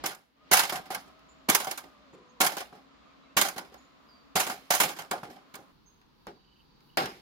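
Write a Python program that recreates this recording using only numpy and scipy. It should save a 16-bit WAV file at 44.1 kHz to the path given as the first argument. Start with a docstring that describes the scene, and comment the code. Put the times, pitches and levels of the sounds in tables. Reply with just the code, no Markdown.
"""A hooked knife chops a green bamboo pole on dry litter, close to a phone; the pole bounces, rattles and snaps.
Each contact drives dense clicks through resonances of fibres, splinters, wall, tube and pole, plus one clean tap.
Behind: a hush of coloured noise with faint tones and hiss, a far rooster of two wavering partials,
small birds as gliding whistles and an insect as throbbing noise.
For the last part the phone stands further off, on the other side."""
import sys
import numpy as np
from scipy import signal
from scipy.fft import rfft, irfft
from scipy.io import wavfile
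from scipy.ndimage import uniform_filter1d

SR = 44100
rng = np.random.default_rng(int(sys.argv[2]) if len(sys.argv) > 2 else 0)


def master(y):
    """Save y as 16-bit WAV."""
    cut = np.clip(np.atleast_2d(y).T, -1, 1)
    pcm = np.round(cut * 32767)  # scale
    wavfile.write(sys.argv[1], SR, pcm.astype(np.int16))


N = 317961
TIME = np.arange(N) / SR
CLOSE_UNTIL_S = 5.72


def undb(db):
    """dB to gain."""
    return 10 ** (np.asarray(db) / 20)


def unit(x):
    """Scale to rms 1."""
    return x / np.sqrt(np.mean(x ** 2))


def walk(rate_hz):
    """Random levels held 1 / rate_hz and slewed twice; spread near 1."""
    hold = int(SR / rate_hz)
    steps = np.repeat(rng.standard_normal(N // hold + 1), hold)
    slewed = uniform_filter1d(uniform_filter1d(steps, hold), hold)
    return 1.1 * slewed[:N]


def ring(x, modes):
    """Sum of resonances with alternating signs; modes as (frequency [Hz], width [Hz], level [dB])."""
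    total = 0
    for k, (hz, width_hz, db) in enumerate(modes):
        b, a = signal.iirpeak(hz, hz / width_hz, SR)
        total = total + (-1) ** k * undb(db) * signal.lfilter(b, a, x)
    return total


def tones(modes, flicker_db):
    """Narrow noisy tones: stereo noise through each resonance twice, each swelling on its own."""
    total = 0
    for hz, width_hz, db in modes:
        resonance = [(hz, width_hz, 0)]
        level = undb(db + flicker_db * walk(35))
        noise = rng.standard_normal((2, N))
        total = total + level * unit(ring(ring(noise, resonance), resonance))
    return total


def coloured(spectrum):
    """Stereo noise of a given spectrum, rms 1; most alike in the bass, unrelated above."""
    hz = np.maximum(np.fft.rfftfreq(N, 1 / SR), 1)
    mid, side = rfft(rng.standard_normal((2, N)))
    points_hz, points_db = np.transpose(spectrum)
    apart = np.clip(hz / 210.0, .35, 1)
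    gain = undb(np.interp(np.log(hz), np.log(points_hz), points_db))
    return unit(irfft(gain * np.array([mid + apart * side, mid - apart * side]), N))


# hush level: (time [s], level [dB])
HUSH_LEVEL = [(0, -48), (.2, -67.5), (.33, -70), (.5, -55.5), (1.2, -59), (5.5, -60.5), (5.75, -62.5),
              (6.5, -63), (7.21, -60)]
# hush spectra at the near and far place: (frequency [Hz], relative density [dB per Hz])
HUSH_SPECTRUM_CLOSE = [(15, -47.5), (25, -29.5), (64, -2), (87, -20.5), (145, -10), (277, -5), (354, -15),
                       (641, -12), (911, -16.5), (1260, -17.5), (4250, -23.5), (4740, -26), (5880, -34),
                       (16000, -69)]
HUSH_SPECTRUM_FAR = [(15, -41.5), (25, -4.5), (55, -1.5), (92, -13), (137, -3), (293, -9), (476, -14.5),
                     (624, -24), (936, -13), (1940, -26), (4490, -23.5), (5730, -32.5), (14800, -72),
                     (16000, -45.5)]
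# wavering far tones on the close side: (frequency [Hz], width [Hz], level [dB])
DRONE_TONES = [(273, 21, -67.5), (1200, 360, -67), (1040, 140, -69), (6700, 1000, -86.5)]
# insect tones at the far place: (frequency [Hz], width [Hz], level [dB])
FAR_INSECT_TONES = [(4600, 300, -75), (3900, 350, -79.5), (980, 71, -83), (6400, 840, -93)]
FAR_INSECTS_FROM_S = 6.15
# faint treble hiss: (time [s], level [dB])
HISS_LEVEL = [(0, -82.5), (3.2, -85), (4.4, -78), (5.6, -79), (6.25, -75.5), (6.4, -80.5), (7.21, -77.5)]


def hush():
    """Air, leaves and the far valley as noise and narrow tones; the colour changes with the place of the phone."""
    close = TIME < CLOSE_UNTIL_S
    bed = np.where(close, coloured(HUSH_SPECTRUM_CLOSE), coloured(HUSH_SPECTRUM_FAR))
    bed = bed * undb(np.interp(TIME, *np.transpose(HUSH_LEVEL)) + 0.49 * walk(7.2))
    drone_fade = close * np.clip((TIME - .3) / .3, 0, 1)
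    drone = drone_fade * tones(DRONE_TONES, 1.5)
    insect_fade = np.clip((TIME - FAR_INSECTS_FROM_S) / 0.13, 0, 1)
    insects = insect_fade * tones(FAR_INSECT_TONES, 0.92) * undb([[-2.5], [2.5]])
    highpass = signal.butter(6, 10200, "high", fs=SR, output="sos")
    hiss = signal.sosfilt(highpass, rng.standard_normal((2, N)))
    hiss_gain = undb(np.interp(TIME, *np.transpose(HISS_LEVEL)) + 2.5 * walk(12))
    return bed + drone + insects + hiss_gain * hiss


# far rooster: (time [s], pitch [Hz], level [dB], second partial re first [dB])
CROW_CONTOUR = [(.36, 607, -100, 15), (.42, 630, -71, 11), (.5, 627, -81, 6), (1.102, 638, -66, 1.5),
                (1.462, 644, -68.5, -9), (1.929, 599.5, -67.5, 5), (2.099, 567.4, -62.5, -11),
                (2.2, 505, -63, -6), (2.4, 486, -66.5, -5), (2.46, 506, -100, -2)]


def rooster():
    """A hoarse crow: two partials of one unsteady pitch, wavering on their way across the slope."""
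    s, *contours = np.transpose(CROW_CONTOUR)
    hz, db, second_db = (np.interp(TIME, s, contour) for contour in contours)
    phase = 2 * np.pi * np.cumsum(hz * (1 + 0.02 * walk(43))) / SR
    # separate fading per partial and port
    first, second = (undb(1.3 * np.array([walk(20), walk(11)])) for _ in range(2))
    voice = first * np.sin(phase) + second * undb(second_db) * np.sin(2 * phase)
    crowing = (TIME >= s[0]) & (TIME <= s[-1])
    return undb(db) * voice * crowing


# small birds and far fowl:
# (time [s], length [s], start pitch [Hz], pitch approached [Hz], starting level [dB], left minus right [dB])
BIRD_CALLS = [(1.285, 0.064, 6940, 7140, -61, -15), (1.307, 0.11, 1040, 1020, -69.5, -1),
              (1.941, 0.17, 1242, 1200, -69.5, 9.5), (2.128, 0.035, 6300, 7220, -68, -25.5),
              (2.286, 0.043, 6080, 6700, -66, -13), (2.906, 0.069, 1290, 1286, -66, -13),
              (3.015, .05, 1140, 980, -70, -4.5), (3.002, 0.063, 1290, 1230, -60, 9.5),
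              (3.01, 0.038, 4050, 3280, -69, -4), (3.042, .035, 2830, 2450, -61, 0),
              (3.093, 0.056, 2700, 2300, -65, 2), (3.051, 0.067, 1060, 1280, -57, -7),
              (3.235, .06, 2640, 2640, -75, -5.5), (3.249, 0.035, 2580, 2080, -61, -7),
              (3.275, .06, 2140, 2750, -63, -5), (3.225, 0.069, 3750, 4040, -68, -5),
              (3.282, .05, 3850, 3680, -73, -3), (3.774, 0.1, 6700, 6870, -69, -15),
              (4.082, 0.15, 5000, 4600, -58, -5), (5.857, 0.068, 6330, 6450, -59, -12)]
GLIDE_SHARE = 0.26  # glide time constant / call length


def birds():
    """Whistles and clucks with exponential pitch glides, scattered back by many trees as decaying noise."""
    out = np.zeros((2, N))
    ragged = undb(2.5 * walk(90))
    for s, length_s, start_hz, end_hz, db, pan_db in BIRD_CALLS:
        t = np.maximum(TIME - s, 0)
        glide_s = GLIDE_SHARE * length_s
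        glide_cycles = (start_hz - end_hz) * glide_s * (1 - np.exp(-t / glide_s))
        phase = 2 * np.pi * (end_hz * t + glide_cycles)
        fades = np.clip(t / .012, 0, 1) * np.clip((length_s - t) / .012, 0, 1)
        shape = fades * undb(-14 * t / length_s) * ragged
        out += undb(db + np.array([[pan_db], [-pan_db]]) / 2) * shape * np.sin(phase)
    trees = rng.standard_normal((2, SR)) * undb(-41 - 60 * TIME[:SR] / .7)
    return out + signal.fftconvolve(out, trees, axes=1)[:, :N]


# insect trills: (time [s], length [s], level of the first throb [dB])
TRILLS = [(6.4, .21, -72), (6.893, .05, -68.5)]
# insect body: (frequency [Hz], width [Hz], level [dB])
INSECT_BODY = [(2990, 110, 6.5), (2700, 190, -2)]
THROB_HZ, THROB_GROWTH_DB = 25.2, 1.5


def insect():
    """Short rasping throbs of noise through a small resonant body, off to the right; each trill grows."""
    gate = np.zeros(N)
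    for s, length_s, db in TRILLS:
        for k in range(int(length_s * THROB_HZ) + 1):
            centre_s = s + .008 + k / THROB_HZ
            gate += undb(db + THROB_GROWTH_DB * k) * np.exp(-((TIME - centre_s) / 0.012) ** 2)
    rasp = unit(ring(rng.standard_normal(N), INSECT_BODY))
    return gate * rasp * undb([[-3], [3]])


# knife blows, and the pole or cut piece landing on the ground and other poles:
# (time [s], fibre tearing [dB], hollow knock [dB], tearing t60 [ms], tap [dB], thud [dB], knock t60 [ms])
KNIFE_BLOWS = [(0.0359, -36.5, -35, 220, -25.5, -42.5, 230), (0.5107, -23, -28.5, 450, -16.5, -38, 280),
               (1.4845, -24.5, -26, 264, -17.5, -22.5, 43), (2.4011, -23.5, -33.5, 223, -19.5, -37, 280),
               (3.3654, -22, -28, 210, -25, -34.5, 210), (4.3529, -25.5, -27, 247, -30, -35, 146),
               (6.2685, -48, -45.5, 90, -34, -45.5, 136), (6.9714, -28, -27.5, 170, -18, -34.5, 200)]
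LANDINGS = [(.72, -35.5, -32.5, 180, -25, -42.5, 210), (.901, -39.5, -37, 270, -29, -48, 270),
            (1.667, -40.5, -35.5, 350, -27.5, -47.5, 190), (2.13, -78, -72, 100, -49, -54, 360),
            (2.565, -37.5, -36, 180, -29, -45, 120), (2.7238, -63.5, -51, 310, -42, -55, 140),
            (3.559, -48, -43.5, 210, -44, -44, 170), (3.72, -65.5, -57, 830, -55, -52.5, 81),
            (4.702, -22.5, -23, 138, -20, -47, 127), (4.798, -22.5, -30.5, 177, -24, -36, 160),
            (5.1091, -29.5, -35, 43, -29, -41, 203), (5.2293, -51.5, -43.5, 210, -28, -44.5, 290),
            (5.5373, -46.5, -67, 99, -55.5, -52.5, 260)]
# single fibres giving way:
# (time [s], fibre tearing [dB], hollow knock [dB], tearing t60 [ms], fizz over fibres [dB])
FIBRE_CRACKS = [(0.055, -33, -46.5, 124, 3), (.144, -54, -72, 40, 12.5), (0.5882, -21, -40.5, 81, -3),
                (0.629, -31.5, -38, 56, 0), (0.6904, -32, -45, 82, -3), (0.9426, -33, -39, 48, 0.5),
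                (1.1876, -64, -79, 40, 1), (1.494, -23.5, -26, 33, 6), (1.544, -22.5, -33, 64, 3.5),
                (1.641, -38.5, -63, 30, 5.5), (1.7073, -35.5, -42, 59, 4), (1.7714, -39.5, -44.5, 76, 4.5),
                (2.4093, -25.5, -28, 35, 4), (2.442, -31, -35, 35, 4), (2.4596, -25.5, -41, 69, 1),
                (2.6, -39, -37, 93, -0.5), (3.408, -24.5, -32, 110, 0), (3.481, -35.5, -51, 55, 4.5),
                (3.7378, -53, -51.5, 17, 4.5), (4.3614, -27, -26, 44, -2), (4.397, -28.5, -45, 43, 3),
                (4.746, -31, -37, 29, 7), (5.016, -49, -55, 42, 7), (5.176, -52, -55, 25, -5),
                (5.0435, -52, -56, 21, 0), (5.55, -53.5, -49.5, 26, 18.5), (6.0137, -63.5, -87, 37, 0),
                (6.8048, -67, -84, 45, 2.5), (7.033, -36, -48, 44, -17), (7.056, -37, -53, 41, 3)]
# loose pole shaking against blade and litter:
# (time [s], fibre tearing [dB], hollow knock [dB], tearing t60 [ms], thud [dB])
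POLE_RATTLES = [(0.102, -43, -46, 130, -70), (0.529, -20, -25.5, 93, -54.5), (0.566, -24, -35.5, 150, -46),
                (0.647, -44, -40, 150, -58), (0.752, -38, -41, 110, -51), (0.8517, -54, -54, 120, -64),
                (1.0736, -63.5, -57, 200, -67), (1.597, -36, -37.5, 170, -50), (1.834, -56.5, -54, 65, -57),
                (2.428, -34.5, -28.5, 260, -55), (2.514, -43, -38.5, 260, -50),
                (2.746, -64, -50, 340, -55.5), (3.444, -35, -33.5, 190, -46), (3.5754, -39, -41.5, 87, -60),
                (3.6435, -60, -58, 280, -61.5), (4.392, -30, -32, 216, -46.5),
                (4.462, -37, -36, 160, -46.5), (4.493, -37, -35, 200, -46), (4.552, -61.5, -60, 1900, -64),
                (4.733, -30.5, -33, 370, -46), (4.8297, -33, -30.5, 175, -39),
                (4.886, -39.5, -40, 180, -48), (4.9597, -48, -50, 330, -53), (4.983, -40, -41.5, 110, -50),
                (5.1264, -42.5, -34.5, 92, -58), (5.295, -57, -49.5, 380, -52.5),
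                (5.356, -61, -52.5, 79, -58), (5.5865, -76, -54, 380, -54), (6.999, -40.5, -47, 540, -37.5)]
# traits per kind: (rise [ms], snap over fibres [dB], jolt over thud [dB])
CHOP = (4.2, 7.4, -11)
BOUNCE = (3.9, 4, -15)
CRACK = (5.5, -2.5, -14.5)
RATTLE = (5.5, -9, -19.5)
CHOP_FIZZ_DB, BOUNCE_FIZZ_DB, RATTLE_FIZZ_DB = -4, -1, 1  # over the fibres
CRACK_TAP_DB, CRACK_THUD_DB, RATTLE_TAP_DB = 2, -14.5, -7  # over the knock
CRACK_KNOCK_T60_MS, RATTLE_KNOCK_T60_MS = 110, 190


def contacts():
    """All contacts as columns, each row filled up with the traits of its kind."""
    rows = [row + (CHOP_FIZZ_DB,) + CHOP for row in KNIFE_BLOWS]
    rows += [row + (BOUNCE_FIZZ_DB,) + BOUNCE for row in LANDINGS]
    for s, fibre_db, knock_db, t60_ms, fizz_db in FIBRE_CRACKS:
        tap_db, thud_db = knock_db + CRACK_TAP_DB, knock_db + CRACK_THUD_DB
        rows.append((s, fibre_db, knock_db, t60_ms, tap_db, thud_db, CRACK_KNOCK_T60_MS, fizz_db) + CRACK)
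    for s, fibre_db, knock_db, t60_ms, thud_db in POLE_RATTLES:
        tap_db = knock_db + RATTLE_TAP_DB
        rows.append((s, fibre_db, knock_db, t60_ms, tap_db, thud_db, RATTLE_KNOCK_T60_MS, RATTLE_FIZZ_DB)
                    + RATTLE)
    return np.transpose(rows)


FAR_RISE_SHARE = .12


def rises(s, rise_ms):
    """Rise times as heard from either place; further off the contacts start more abruptly."""
    return rise_ms * np.where(s < CLOSE_UNTIL_S, 1, FAR_RISE_SHARE)


LAG_CLOSE_SAMPLES, LAG_FAR_SAMPLES = 9, -20  # left port behind right, at full share


def to_ports(x, share):
    """Left port: later when close, earlier when far; long waves bend round the phone and lag less."""
    close = np.roll(x, int(share * LAG_CLOSE_SAMPLES))
    far = np.roll(x, int(share * LAG_FAR_SAMPLES))
    return np.where(TIME < CLOSE_UNTIL_S, close, far)


# modes of air column, bending pole, hard outer wall, fibres and splinters:
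# (frequency [Hz], width [Hz], level [dB])
TUBE_MODES = [(742, 85, 0), (850, 90, -6), (615, 90, -8), (490, 70, -13)]
POLE_MODES = [(181, 70, -1.5), (287, 94, -1), (392, 82, 1)]
WALL_MODES = [(904, 260, -1.5), (1173, 100, -1), (1230, 36, 0.5), (1413, 110, 1), (1609, 110, -1.5)]
FIBRE_MODES = [(1780, 200, -2), (2097, 140, 1), (2250, 160, 1.5), (2750, 540, -3.5), (3200, 250, -1),
               (3540, 290, -4), (4200, 530, -5), (4970, 450, -3), (5366, 600, -6.5)]
SPLINTER_MODES = [(6060, 1200, 0.5), (7150, 1300, 0.5), (8440, 130, 3), (8570, 760, -4), (10580, 1100, 0),
                  (11800, 720, 1), (13390, 1200, -1.5), (15880, 570, -10)]
# soil and hand jolting the phone: (frequency [Hz], width [Hz], level [dB])
GROUND_MODES = [(61.5, 50, -5.5), (112.2, 46, 0.5)]
TAP_AT = .8  # share of the rise
POLE_DB, WALL_TAP_DB = -9, -1.5  # over the tube
FAR_SNAP_DB = 5.5


def taps():
    """One short push rings tube, wall and pole freely and jolts the ground under the phone; a fibre snaps."""
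    s, fibre_db, _, _, tap_db, thud_db, _, _, rise_ms, snap_db, jolt_db = contacts()
    s = s + TAP_AT * rises(s, rise_ms) / 1000
    at = (s * SR).astype(int)
    push, click = np.hanning(24), np.ones(1)

    def strike(modes, force, db):
        """Impulse per contact, convolved with the peak-normalised response to the force."""
        blow = np.zeros(N)
        blow[at] = undb(db)
        response = ring(np.pad(force, (0, SR // 4)), modes)
        return signal.fftconvolve(blow, response / np.abs(response).max())[:N]

    wall = [(hz, width_hz, db + WALL_TAP_DB) for hz, width_hz, db in WALL_MODES]
    wood = strike(TUBE_MODES + wall, push, tap_db) + strike(POLE_MODES, push, tap_db + POLE_DB)
    jolt = strike(GROUND_MODES, push, thud_db + jolt_db)
    far_db = FAR_SNAP_DB * (s > CLOSE_UNTIL_S)
    snap = strike(FIBRE_MODES + SPLINTER_MODES, click, fibre_db + snap_db + far_db)
    wood_ports = np.array([to_ports(wood, 0.27), wood])
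    # the jolt rocks the phone, so the ports feel it unequally
    jolt_ports = jolt * np.array([[.4], [1.3]])
    # the phone body shades the snap on the left
    snap_ports = np.array([0.64 * to_ports(snap, 0.66), 1.1 * snap])
    return wood_ports + jolt_ports + snap_ports


def grains(spread_db, alike, lag_share):
    """Dense clicks of uneven, bounded spread; a share reaches both ports alike, the rest is scattered."""
    sizes = undb(spread_db * np.minimum(rng.exponential(size=(3, N)), 6))
    shared, left, right = rng.standard_normal((3, N)) * sizes
    common = np.array([to_ports(shared, lag_share), shared])
    return np.sqrt(alike) * common + np.sqrt(1 - alike) * np.array([left, right])


LITTER_T60_MS = 361


def swell(at_s, db, pan_db, rise_ms, t60_ms, tail_db):
    """Stereo strength of all events: each rises, dies away and leaves settling litter; powers add."""
    power = np.zeros((2, N))
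    t_ms = np.arange(int(.7 * SR)) / SR * 1000
    for s, level_db, side_db, rise, t60 in zip(at_s, db, pan_db, rise_ms, t60_ms):
        rise = max(rise, .2)
        late_ms = np.maximum(t_ms - rise, 0)
        decay = undb(-60 * late_ms / max(t60, 5))
        litter = undb(tail_db - 60 * late_ms / LITTER_T60_MS)
        shape = np.minimum(t_ms / rise, 1) ** 2 * (decay + litter)
        start = int(s * SR)
        gain = undb(level_db + np.array([[side_db], [-side_db]]) / 2)
        power[:, start:start + len(t_ms)] += (gain * shape[:N - start]) ** 2
    return np.sqrt(power)


def struck(strength, modes, spread_db, alike, lag_share=1, uneven_db=1.5):
    """Event-shaped grains drive the modes; the contact wanders, so each mode is fed in its own fits."""
    force = grains(spread_db, alike, lag_share)
    rung = 0
    for k, mode in enumerate(modes):
        feed = strength * force * undb(uneven_db * walk(70))
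        rung = rung + (-1) ** k * ring(feed, [mode])
    return rung / np.sqrt(np.mean(ring(force, modes) ** 2))


LITTER_DB = -16  # over the event
FIZZ_PER_DB, FIRM_DB = 0.27, -30  # softer tearing than a firm one is also duller
CLACK_SHARE = 0.88  # wall follows fibres by this share, knock by the rest
PAN_CLOSE_DB, PAN_FAR_DB = -5.5, -2  # left minus right, before each layer's share
FAR_FIZZ_DB, FAR_RING = -6, 1.5  # further off: less fizz, knock t60 times this


def chopping():
    """Tearing fibres, flying splinters, the clack of the wall, the hollow knock and the thud of the pole."""
    s, crackle_db, knock_db, crackle_ms, _, thud_db, knock_ms, fizz_db, rise_ms, _, _ = contacts()
    close = s < CLOSE_UNTIL_S
    rise_ms = rises(s, rise_ms)
    knock_ms = knock_ms * np.where(close, 1, FAR_RING)
    pan_db = np.where(close, PAN_CLOSE_DB, PAN_FAR_DB)
    softness_db = FIZZ_PER_DB * (crackle_db - FIRM_DB)
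    fizz_db = crackle_db + fizz_db + softness_db + np.where(close, 0, FAR_FIZZ_DB)
    clack_db = knock_db + CLACK_SHARE * (crackle_db - knock_db)
    patchy = undb(1.1 * walk(160))  # fibres give way in quick fits
    # the phone body shades the treble more than the bass
    crackle = swell(s, crackle_db, 0.65 * pan_db, rise_ms, crackle_ms, LITTER_DB)
    fizz = swell(s, fizz_db, 1.3 * pan_db, rise_ms, 0.89 * crackle_ms, LITTER_DB - 6.0)
    clack = swell(s, clack_db, 0.21 * pan_db, rise_ms, 0.87 * knock_ms, LITTER_DB)
    knock = swell(s, knock_db, .15 * pan_db, rise_ms, knock_ms, LITTER_DB)
    thud = swell(s, thud_db, 0 * pan_db, 0.14 * rise_ms, 1.4 * knock_ms, LITTER_DB)
    fibres = struck(patchy * crackle, FIBRE_MODES, spread_db=2.8, alike=0.2)
    splinters = struck(patchy * fizz, SPLINTER_MODES, spread_db=2.2, alike=0.16)
    wall = struck(clack, WALL_MODES, spread_db=2.4, alike=0.59, lag_share=0.92)
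    tube = struck(knock, TUBE_MODES, spread_db=4.2, alike=0.62, lag_share=0.74, uneven_db=0.57)
    pole = struck(thud, POLE_MODES, spread_db=3.2, alike=0.98, lag_share=0.19, uneven_db=3.0)
    return fibres + splinters + wall + tube + pole


def scene():
    """All sources at the two ports."""
    return hush() + rooster() + birds() + insect() + taps() + chopping()


TOP_HZ, EDGE_HZ = 15600, 16700


def record(dry):
    """A soft limit rounds the loudest peaks; the phone dulls the last treble and cuts the top."""
    soft = .95 * np.tanh(dry / .95)
    dull = signal.sosfilt(signal.ellip(4, .5, 26, TOP_HZ, fs=SR, output="sos"), soft)
    return signal.sosfilt(signal.ellip(10, .3, 80, EDGE_HZ, fs=SR, output="sos"), dull)


dry = scene()
out = record(dry)
master(out)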